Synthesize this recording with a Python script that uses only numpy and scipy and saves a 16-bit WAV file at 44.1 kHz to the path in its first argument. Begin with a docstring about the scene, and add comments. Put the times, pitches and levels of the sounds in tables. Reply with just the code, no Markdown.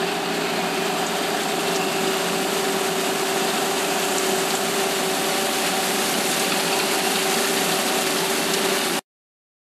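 """Mixer truck and concrete conveyor.

Wet concrete hisses along a belt, rings its steel frame and drops down a hose into a wooden form;
stones tick and clack. The truck's diesel drones and knocks, its hydraulic pump whines, a fan hums,
a dry roller squeals. One microphone turns from truck to hose; the sound cuts off at 9 s."""
import sys
import numpy as np
from scipy import signal
from scipy.fft import rfft, irfft, next_fast_len
from scipy.io import wavfile

SR = 44100
rng = np.random.default_rng(int(sys.argv[2]) if len(sys.argv) > 2 else 0)


def store_wav(level_fs):
    """Save 16-bit WAV to argv[1]."""
    pcm = np.round(np.clip(np.atleast_2d(level_fs), -1, 1) * 32767)
    wavfile.write(sys.argv[1], SR, pcm.T.astype(np.int16))


N = 430836
TIME = np.arange(N) / SR
STOP_S, CUTOFF_HZ = 8.992, 14000
FIRING_HZ, PUMP_HZ, FAN_HZ, SQUEAL_HZ = 57.4, 192.0, 411.8, 2448

# concrete flow: t/s, gravel level/dB, grit level/dB
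FLOW_DB = [(0, -29.5, -39.5), (.9, -29, -35.5), (1.8, -28, -33.5), (2.7, -28.5, -32), (3.5, -28, -31.5),
           (3.9, -28, -31), (4.2, -27, -29.5), (5.0, -28, -31), (5.7, -26.5, -29), (6.3, -27, -28.5),
           (6.7, -26.5, -29.5), (7.4, -26, -28), (8.1, -26.5, -29), (8.45, -27, -29.5), (8.49, -26.5, -31),
           (8.56, -25.5, -29.5), (8.9, -27, -29.8)]
# gravel and grit spectra, at belt and hose: f/Hz, relative density/dB
BELT_GRAVEL_SPECTRUM = [(80, -52), (400, -0.5), (900, -0.5), (1200, 1.5), (1700, 0.5), (1950, -2.5),
                        (2300, -3), (2700, -1.5), (3300, -3.5), (3650, -3), (4000, -5), (4500, -5),
                        (5300, -13.5), (14000, -36.5)]
HOSE_GRAVEL_SPECTRUM = [(80, -45), (400, 4), (1000, -1), (1400, 0), (2200, 0), (2750, -1), (3400, -1),
                        (4400, -1), (5200, -9.5), (8000, -29), (14000, -40)]
BELT_GRIT_SPECTRUM = [(100, -55), (3000, -15), (5400, -4), (6500, -1), (7700, 1.5), (8800, -1.5),
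                      (9900, -7.5), (11800, -5.5), (14000, -8.5)]
HOSE_GRIT_SPECTRUM = [(100, -58), (3000, -11), (5200, -3), (6300, -2), (8000, -2), (9900, -2.5),
                      (11000, -2), (12500, -6), (14000, -15.5)]
# steel frame and hopper: f/Hz, nominal width/Hz, gain facing belt/dB, gain facing hose/dB
FRAME_MODES = [(1414, 71, -12, -4.5), (1715, 45, 3, -7), (1800, 43, -1, 2), (2552, 76, 2, -5.5),
               (2694, 48, 4, 3.5), (2765, 62, 0, 1.5), (2847, 55, 4, 5), (2933, 55, -6.5, 1),
               (3095, 60, 1, -2), (3520, 77, -4, -6), (3666, 160, -4.5, -3.5), (4515, 110, -7.5, -2.5),
               (4800, 150, -5, -7.5)]
# engine tones: multiple of firing rate, level/dB
ENGINE_ORDERS = [(1, -62.5), (2, -63.5), (4, -46), (5, -44), (10.5, -45.5), (11.5, -47), (13, -42.5),
                 (14, -45.5)]
# exhaust boom: t/s, level/dB
BOOM_DB = [(0, -42), (2.3, -43), (3.0, -48.5), (3.8, -49), (4.3, -46), (6.2, -55.5), (7.2, -44.5),
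           (8.9, -47)]
# engine body and housings: f/Hz, relative density/dB
DRONE_SPECTRUM = [(30, -36), (76, -37), (88, -27), (110, -21), (140, -12), (175, 0.5), (230, 0.5),
                  (300, -1), (335, -1), (370, 0.5), (405, -2.5), (445, -6), (495, -14.5), (560, -12),
                  (800, -12.5), (2000, -49)]
# block and panels: f/Hz, width/Hz, gain/dB
BLOCK_MODES = [(596, 34, -13), (663, 100, -0.5), (757, 64, 2.5), (836, 83, -7.5), (942, 46, -4),
               (1326, 320, -13.5), (1706, 99, -21.5)]
# combustion knock: t/s, level/dB
KNOCK_DB = [(0, -30.5), (1.0, -28.5), (2.3, -31.5), (3.6, -29), (5.0, -31.5), (6.0, -33), (7.0, -30),
            (7.45, -37.5), (7.8, -29), (8.1, -34.5), (8.9, -32.5)]
# engine run-ups as the load eases: t/s, pump rate rise/Hz
RUN_UPS = [(0.03, 1.22), (3.79, 2.47), (4.74, 2), (7.53, 2.2), (8.56, 1.3)]
# pump whine as the microphone moves: t/s, level/dB of orders 2, 3, 4
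WHINE_DB = [(0, -33.5, -51, -44), (.5, -36.5, -49, -46), (.8, -29.5, -49, -42), (1.15, -36.5, -38, -38),
            (1.4, -35, -42, -35), (2.0, -28.5, -37.5, -41), (2.9, -29.5, -40.5, -39),
            (3.6, -32.5, -39, -39), (4.35, -28.5, -39, -40), (4.85, -29.5, -40.5, -42),
            (5.25, -33, -34.5, -36.5), (5.8, -33.5, -38.5, -35.5), (6.6, -34.5, -38, -38.5),
            (7.2, -31, -41, -36), (8.0, -32.5, -35.5, -39.5), (8.45, -31.5, -39.5, -53),
            (8.9, -31, -37, -51)]
# weaker pump orders: multiple of piston rate, level/dB re order 3
PUMP_WEAK_ORDERS = [(1, -11.5), (5, -19.5), (6, -7)]
# stones on steel: t/s, peak/dB, f/Hz, width/Hz, scatter decay/s
STONE_TICKS = [(1.066, -19.5, 7100, 2000, 0.0098), (1.4341, -19.5, 7400, 3200, .0044),
               (1.758, -16.5, 5170, 3200, .011), (4.1828, -11.5, 6960, 2400, .003),
               (4.5055, -16, 3730, 2600, .011), (4.551, -17.5, 7400, 1500, .008),
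               (6.3964, -15, 7000, 6000, .012), (7.343, -14.5, 3450, 2300, 0.0049),
               (8.01, -17, 8030, 5000, .003), (8.5375, -10.5, 4800, 5000, .009)]
# coarse gravel into the form: t/s, peak/dB, main f/Hz
GRAVEL_CLACKS = [(6.1394, -16.5, 2910), (6.3255, -17.5, 2760), (6.399, -16, 2870), (6.4427, -18, 2760),
                 (6.5185, -13, 2585), (6.595, -17.5, 2520), (6.725, -14.5, 2640), (6.797, -13.5, 2460),
                 (6.945, -22, 2705), (7.155, -14, 2730), (7.44, -19, 2730), (7.5726, -18, 2900),
                 (8.104, -22, 2790), (8.166, -19, 3220), (8.183, -19, 3000), (8.542, -16.5, 2956)]
# ring of a clack: multiple of main f, width/Hz, gain/dB
CLACK_MODES = [(.53, 240, -.5), (1, 320, 1), (1.35, 800, -5), (1.68, 360, -1.5)]
# hollow wooden form: f/Hz, nominal width/Hz, gain/dB
FORM_MODES = [(830, 60, 0.5), (1420, 58, -1.5)]
# gravel scraping steel: t/s, half length/s, f/Hz, width/Hz, level/dB
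RATTLE_RUNS = [(0.55, .3, 2200, 260, -41), (.55, .3, 4200, 280, -43), (.45, .2, 4450, 190, -48),
               (3.0, .8, 2830, 199.4, -45), (4.3, .4, 3100, 140, -41), (6.65, .2, 2510, 130, -39),
               (6.66, .19, 4480, 120, -40), (7.05, .3, 2740, 120, -39.5)]
# squeaks near the hose: t/s, f/Hz, level/dB
HOSE_SQUEAKS = [(6.6, 845, -36.5), (6.78, 987, -36), (8.24, 860, -34.5)]
# microphone turn: t/s, hose share/0-1
HOSE_SHARE = [(0, 0.04), (2, 0.15), (4.5, 0.26), (5.3, 0.56), (6.2, 0.69), (9, 0.71)]


def concrete(pump_phase):
    """Gravel slides and rings the steel, grit sprays; the flow is lumpy and shaken by the pump."""
    gravel_db, grit_db = in_time(FLOW_DB)
    lumps_db = 1.2 * np.tanh(drift(26)) + 0.27 * np.cos(pump_phase)
    gravel = wet_gravel(BELT_GRAVEL_SPECTRUM, HOSE_GRAVEL_SPECTRUM, grain_db=-4)
    grit = wet_gravel(BELT_GRIT_SPECTRUM, HOSE_GRIT_SPECTRUM, grain_db=-3)
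    ringing = from_db(-9) * steel_frame()
    return from_db(lumps_db) * (from_db(gravel_db) * (gravel + ringing) + from_db(grit_db) * grit)


def wet_gravel(belt_spectrum, hose_spectrum, grain_db):
    """Grains over the smooth rush of mortar, crossfaded from belt to hose."""
    belt = noise() + from_db(grain_db - 3) * grains(per_s=5000, spread_db=3.5, cycles=9.2, clump_db=2.5)
    hose = noise() + from_db(grain_db) * grains(per_s=3500, spread_db=1.5, cycles=7.7, clump_db=3)
    near = hose_share()
    return np.sqrt(1 - near) * colour(belt, belt_spectrum) + np.sqrt(near) * colour(hose, hose_spectrum)


def grains(per_s, spread_db, cycles, clump_db):
    """Grains collide in clumps; each rings briefly at a pitch set by its size. Rms 1."""
    forces = from_db(spread_db * np.minimum(rng.exponential(1, N), 4)) * rng.choice([-1, 1], N)
    rate_per_s = per_s * from_db(clump_db * np.tanh(drift(35)))
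    clicks = forces * (rng.random(N) < rate_per_s / SR)
    pitches_hz = np.geomspace(900, 14000, 22)
    size_class = rng.integers(0, len(pitches_hz), N)
    return rms_one(sum(np.sqrt(hz) * rms_one(resonate(clicks * (size_class == k), hz, hz / cycles))
                       for k, hz in enumerate(pitches_hz)))


def steel_frame():
    """Gravel rings frame and hopper; modes vary with where it lands and the microphone's turn. Rms 1."""
    knocks = grains(per_s=900, spread_db=2, cycles=1.2, clump_db=4)
    ringing, near = np.zeros(N), hose_share()
    for hz, width_hz, belt_db, hose_db in FRAME_MODES:
        gain_db = belt_db + (hose_db - belt_db) * near + 2.5 * drift(1.5)
        ringing += from_db(gain_db) * narrow(knocks, hz, 1.3 * width_hz)
    return rms_one(ringing)


def diesel(surge_hz):
    """Each firing puffs the exhaust and sends a noise burst through block and housings."""
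    phase = phase_of(FIRING_HZ * (1 + surge_hz / PUMP_HZ + 0.0018 * drift(1.4)))
    tones = sum(from_db(db + drift(3)) * order_tone(k, phase) for k, db in ENGINE_ORDERS)
    boom = from_db(in_time(BOOM_DB)[0] + drift(3)) * tone(3 * phase)
    # unequal cylinders: strong and weak firings alternate
    bursts = from_db(0.74 * np.cos(phase) + 0.53 * np.cos(phase / 2) + 1.2 * np.tanh(drift(40)))
    drone = from_db(-31.5 + 1.4 * hose_share()) * colour(bursts * noise(), DRONE_SPECTRUM)
    blows = bursts * noise()
    block = sum((-1) ** k * from_db(db) * resonate(blows, hz, width_hz)
                for k, (hz, width_hz, db) in enumerate(BLOCK_MODES))
    knock = signal.sosfilt(signal.butter(2, 480, "high", fs=SR, output="sos"), rms_one(block))
    return tones + boom + drone + from_db(in_time(KNOCK_DB)[0]) * knock


def governor(half_s=0.1716, sag_after_s=0.46, sag_share=0.566):
    """Pump rate offset in Hz: after each run-up the governor pulls the engine below speed."""
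    return sum(hz * (bump(s, half_s) - sag_share * bump(s + sag_after_s, half_s)) for s, hz in RUN_UPS)


def hydraulic_pump(surge_hz):
    """Piston harmonics waver with the load and shake with a rough flutter. Returns sound and phase."""
    second_db, third_db, fourth_db = in_time(WHINE_DB)
    phase = phase_of((PUMP_HZ + surge_hz) * (1 + 0.0025 * drift(7)))
    orders = [(2, second_db), (3, third_db), (4, fourth_db)]
    orders += [(k, third_db + db) for k, db in PUMP_WEAK_ORDERS]
    whine = sum(from_db(db + 1.5 * drift(6.7)) * order_tone(k, phase) for k, db in orders)
    shake_db = 1.6 * rms_one(narrow(noise(), hz=26, width_hz=28))
    return from_db(shake_db) * whine, phase


def fan(surge_hz, swell_db_per_hz=0.8):
    """The blade tone throbs and swells as the engine runs up."""
    blades = from_db(2 * drift(5)) * tone(phase_of(FAN_HZ * (1 + 0.004 * drift(8))))
    throb = from_db(-8) * rms_one(narrow(noise(), FAN_HZ, width_hz=45))
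    level_db = -35.5 - 9 * hose_share() + swell_db_per_hz * surge_hz
    return from_db(level_db) * (blades + throb)


def stones(pebbles_per_s=28, low_hz=1400, high_hz=4600):
    """Stones tick on steel, gravel clacks into the form, pebbles patter at random near the hose."""
    out, near = np.zeros(N), hose_share()
    for s, db, hz, width_hz, scatter_s in STONE_TICKS:
        add_impact(out, s, db, [(hz, width_hz, 0)], scatter_s)
    for s, db, hz in GRAVEL_CLACKS:
        modes = [(ratio * hz, width_hz, gain_db) for ratio, width_hz, gain_db in CLACK_MODES]
        add_impact(out, s, db, modes, scatter_s=0.0098)
    for when, force, pitch in rng.random((round(pebbles_per_s * STOP_S), 3)):
        s = when * STOP_S
        db = -23 + 4 * force + 10 * np.log10(near[int(s * SR)] + 1e-6)
        hz = low_hz * (high_hz / low_hz) ** pitch
        add_impact(out, s, db, [(hz, 1800, 0)], scatter_s=0.003)
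    return out


def add_impact(out, at_s, peak_db, modes, scatter_s):
    """A sharp contact and dying bounces ring the modes (f/Hz, width/Hz, gain/dB)."""
    age_s = TIME[:SR // 10]
    contacts = rng.standard_normal(len(age_s)) * np.exp(-age_s / scatter_s)
    contacts[0] += 2.2  # first contact
    hit = sum(from_db(db) * narrow(contacts, hz, width_hz) for hz, width_hz, db in modes)
    start = round(at_s * SR)
    out[start:start + len(hit)] += from_db(peak_db) * hit / np.abs(hit).max()


def wooden_form():
    """Lumps drop from the hose and knock dully on the boards."""
    lumps = impulses(per_s=120)
    boards = sum(from_db(db) * narrow(lumps, hz, 1.5 * width_hz) for hz, width_hz, db in FORM_MODES)
    return from_db(-38.5) * hose_share() * rms_one(boards)


def rattles():
    """Each run of gravel scrapes one steel part and keeps it ringing briefly."""
    contacts = impulses(per_s=350)
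    return sum(from_db(db) * bump(s, half_s) * rms_one(narrow(contacts, hz, width_hz))
               for s, half_s, hz, width_hz, db in RATTLE_RUNS)


def grit_swish():
    """One surge of grit swishes over the steel."""
    grit = grains(per_s=4000, spread_db=2, cycles=6, clump_db=-1)
    hiss = rms_one(narrow(grit, hz=7300, width_hz=2800))
    return from_db(-38) * bump(at_s=4.28, half_s=0.33) * hiss


def roller(flare_at_s=0.72, flare_half_s=0.33):
    """A dry bearing rubs one resonance into a thin squeal that flares once."""
    flare = np.exp(-((TIME - flare_at_s) / flare_half_s) ** 4)
    level_db = -51.5 + 11 * flare + 1.8 * drift(23)
    return from_db(level_db) * tone(phase_of(SQUEAL_HZ * (1 + 0.0025 * drift(50))))


def squeaks(half_s=0.085, rise_hz_per_s=660):
    """Faint rough squeaks swell, slide upward and fade."""
    waver, rasp = 1 + 0.024 * drift(90), from_db(2 * drift(70))
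    out = np.zeros(N)
    for s, hz, db in HOSE_SQUEAKS:
        pitch_hz = hz * waver + rise_hz_per_s * (TIME - s)
        out += from_db(db) * bump(s, half_s) * tone(phase_of(pitch_hz))
    return rasp * out


def hose_share():
    """Microphone direction: 0 truck, 1 hose."""
    return np.clip(in_time(HOSE_SHARE)[0], 0, 1)


def from_db(db):
    return 10 ** (np.asarray(db) / 20)


def rms_one(x):
    return x / np.sqrt(np.mean(x ** 2) + 1e-20)


def noise():
    return rng.standard_normal(N)


def impulses(per_s):
    """Contacts of random time and force."""
    return noise() * (rng.random(N) < per_s / SR)


def in_time(rows):
    """Each column of a curve at every sample."""
    s, *columns = np.transpose(rows)
    return [np.interp(TIME, s, column) for column in columns]


def bump(at_s, half_s):
    """Gaussian swell, height 1."""
    return np.exp(-((TIME - at_s) / half_s) ** 2)


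def drift(rate_hz):
    """Slow random wander, rms 1."""
    hop, settle = 40, 2000
    r = np.exp(-2 * np.pi * hop * rate_hz / SR)
    steps = rng.standard_normal(N // hop + settle + 2)
    slow = signal.lfilter([1], [1, -2 * r, r * r], steps)[settle:]
    return np.interp(np.arange(N) / hop, np.arange(len(slow)), rms_one(slow))


def phase_of(hz):
    """Running phase in rad, random start."""
    return 2 * np.pi * (np.cumsum(hz) / SR + rng.random())


def tone(phase):
    """Sine, rms 1."""
    return np.sqrt(2) * np.sin(phase)


def order_tone(multiple, phase):
    """Sine at a multiple of a rate, random offset."""
    return tone(multiple * phase + rng.uniform(0, 2 * np.pi))


def resonate(x, hz, width_hz):
    """One resonance, peak gain 1."""
    r = np.exp(-np.pi * width_hz / SR)
    feedback = [1, -2 * r * np.cos(2 * np.pi * hz / SR), r * r]
    return signal.lfilter(np.array([1, 0, -1]) * (1 - r * r) / 2, feedback, x + 1e-18)


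def narrow(x, hz, width_hz):
    """The same resonance twice, for steep flanks."""
    return resonate(resonate(x, hz, width_hz), hz, width_hz)


def colour(x, spectrum):
    """Filter by a smooth spectrum; rms 1."""
    size = next_fast_len(N, True)
    hz, db = np.transpose(spectrum)
    bins_hz = np.maximum(np.arange(size // 2 + 1) * SR / size, 1)
    gain = from_db(np.interp(np.log(bins_hz), np.log(hz), db))
    return rms_one(irfft(rfft(x, size) * gain, size)[:N])


def scene():
    """Truck and concrete at one microphone."""
    surge_hz = governor()
    whine, pump_phase = hydraulic_pump(surge_hz)
    machines = diesel(surge_hz) + whine + fan(surge_hz) + roller()
    pour = rattles() + concrete(pump_phase) + grit_swish() + wooden_form() + stones()
    mono = machines + pour + squeaks()
    return np.array([mono, mono])


def record(dry):
    """Switch-off with a very short fade; steep low-pass."""
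    off_db = np.where(TIME < STOP_S, 0, np.maximum(-15 - 1150 * (TIME - STOP_S), -200))
    low_pass = signal.ellip(12, 0.1, 90, CUTOFF_HZ, fs=SR, output="sos")
    return signal.sosfilt(low_pass, dry * from_db(off_db))


dry = scene()
out = record(dry)
store_wav(out)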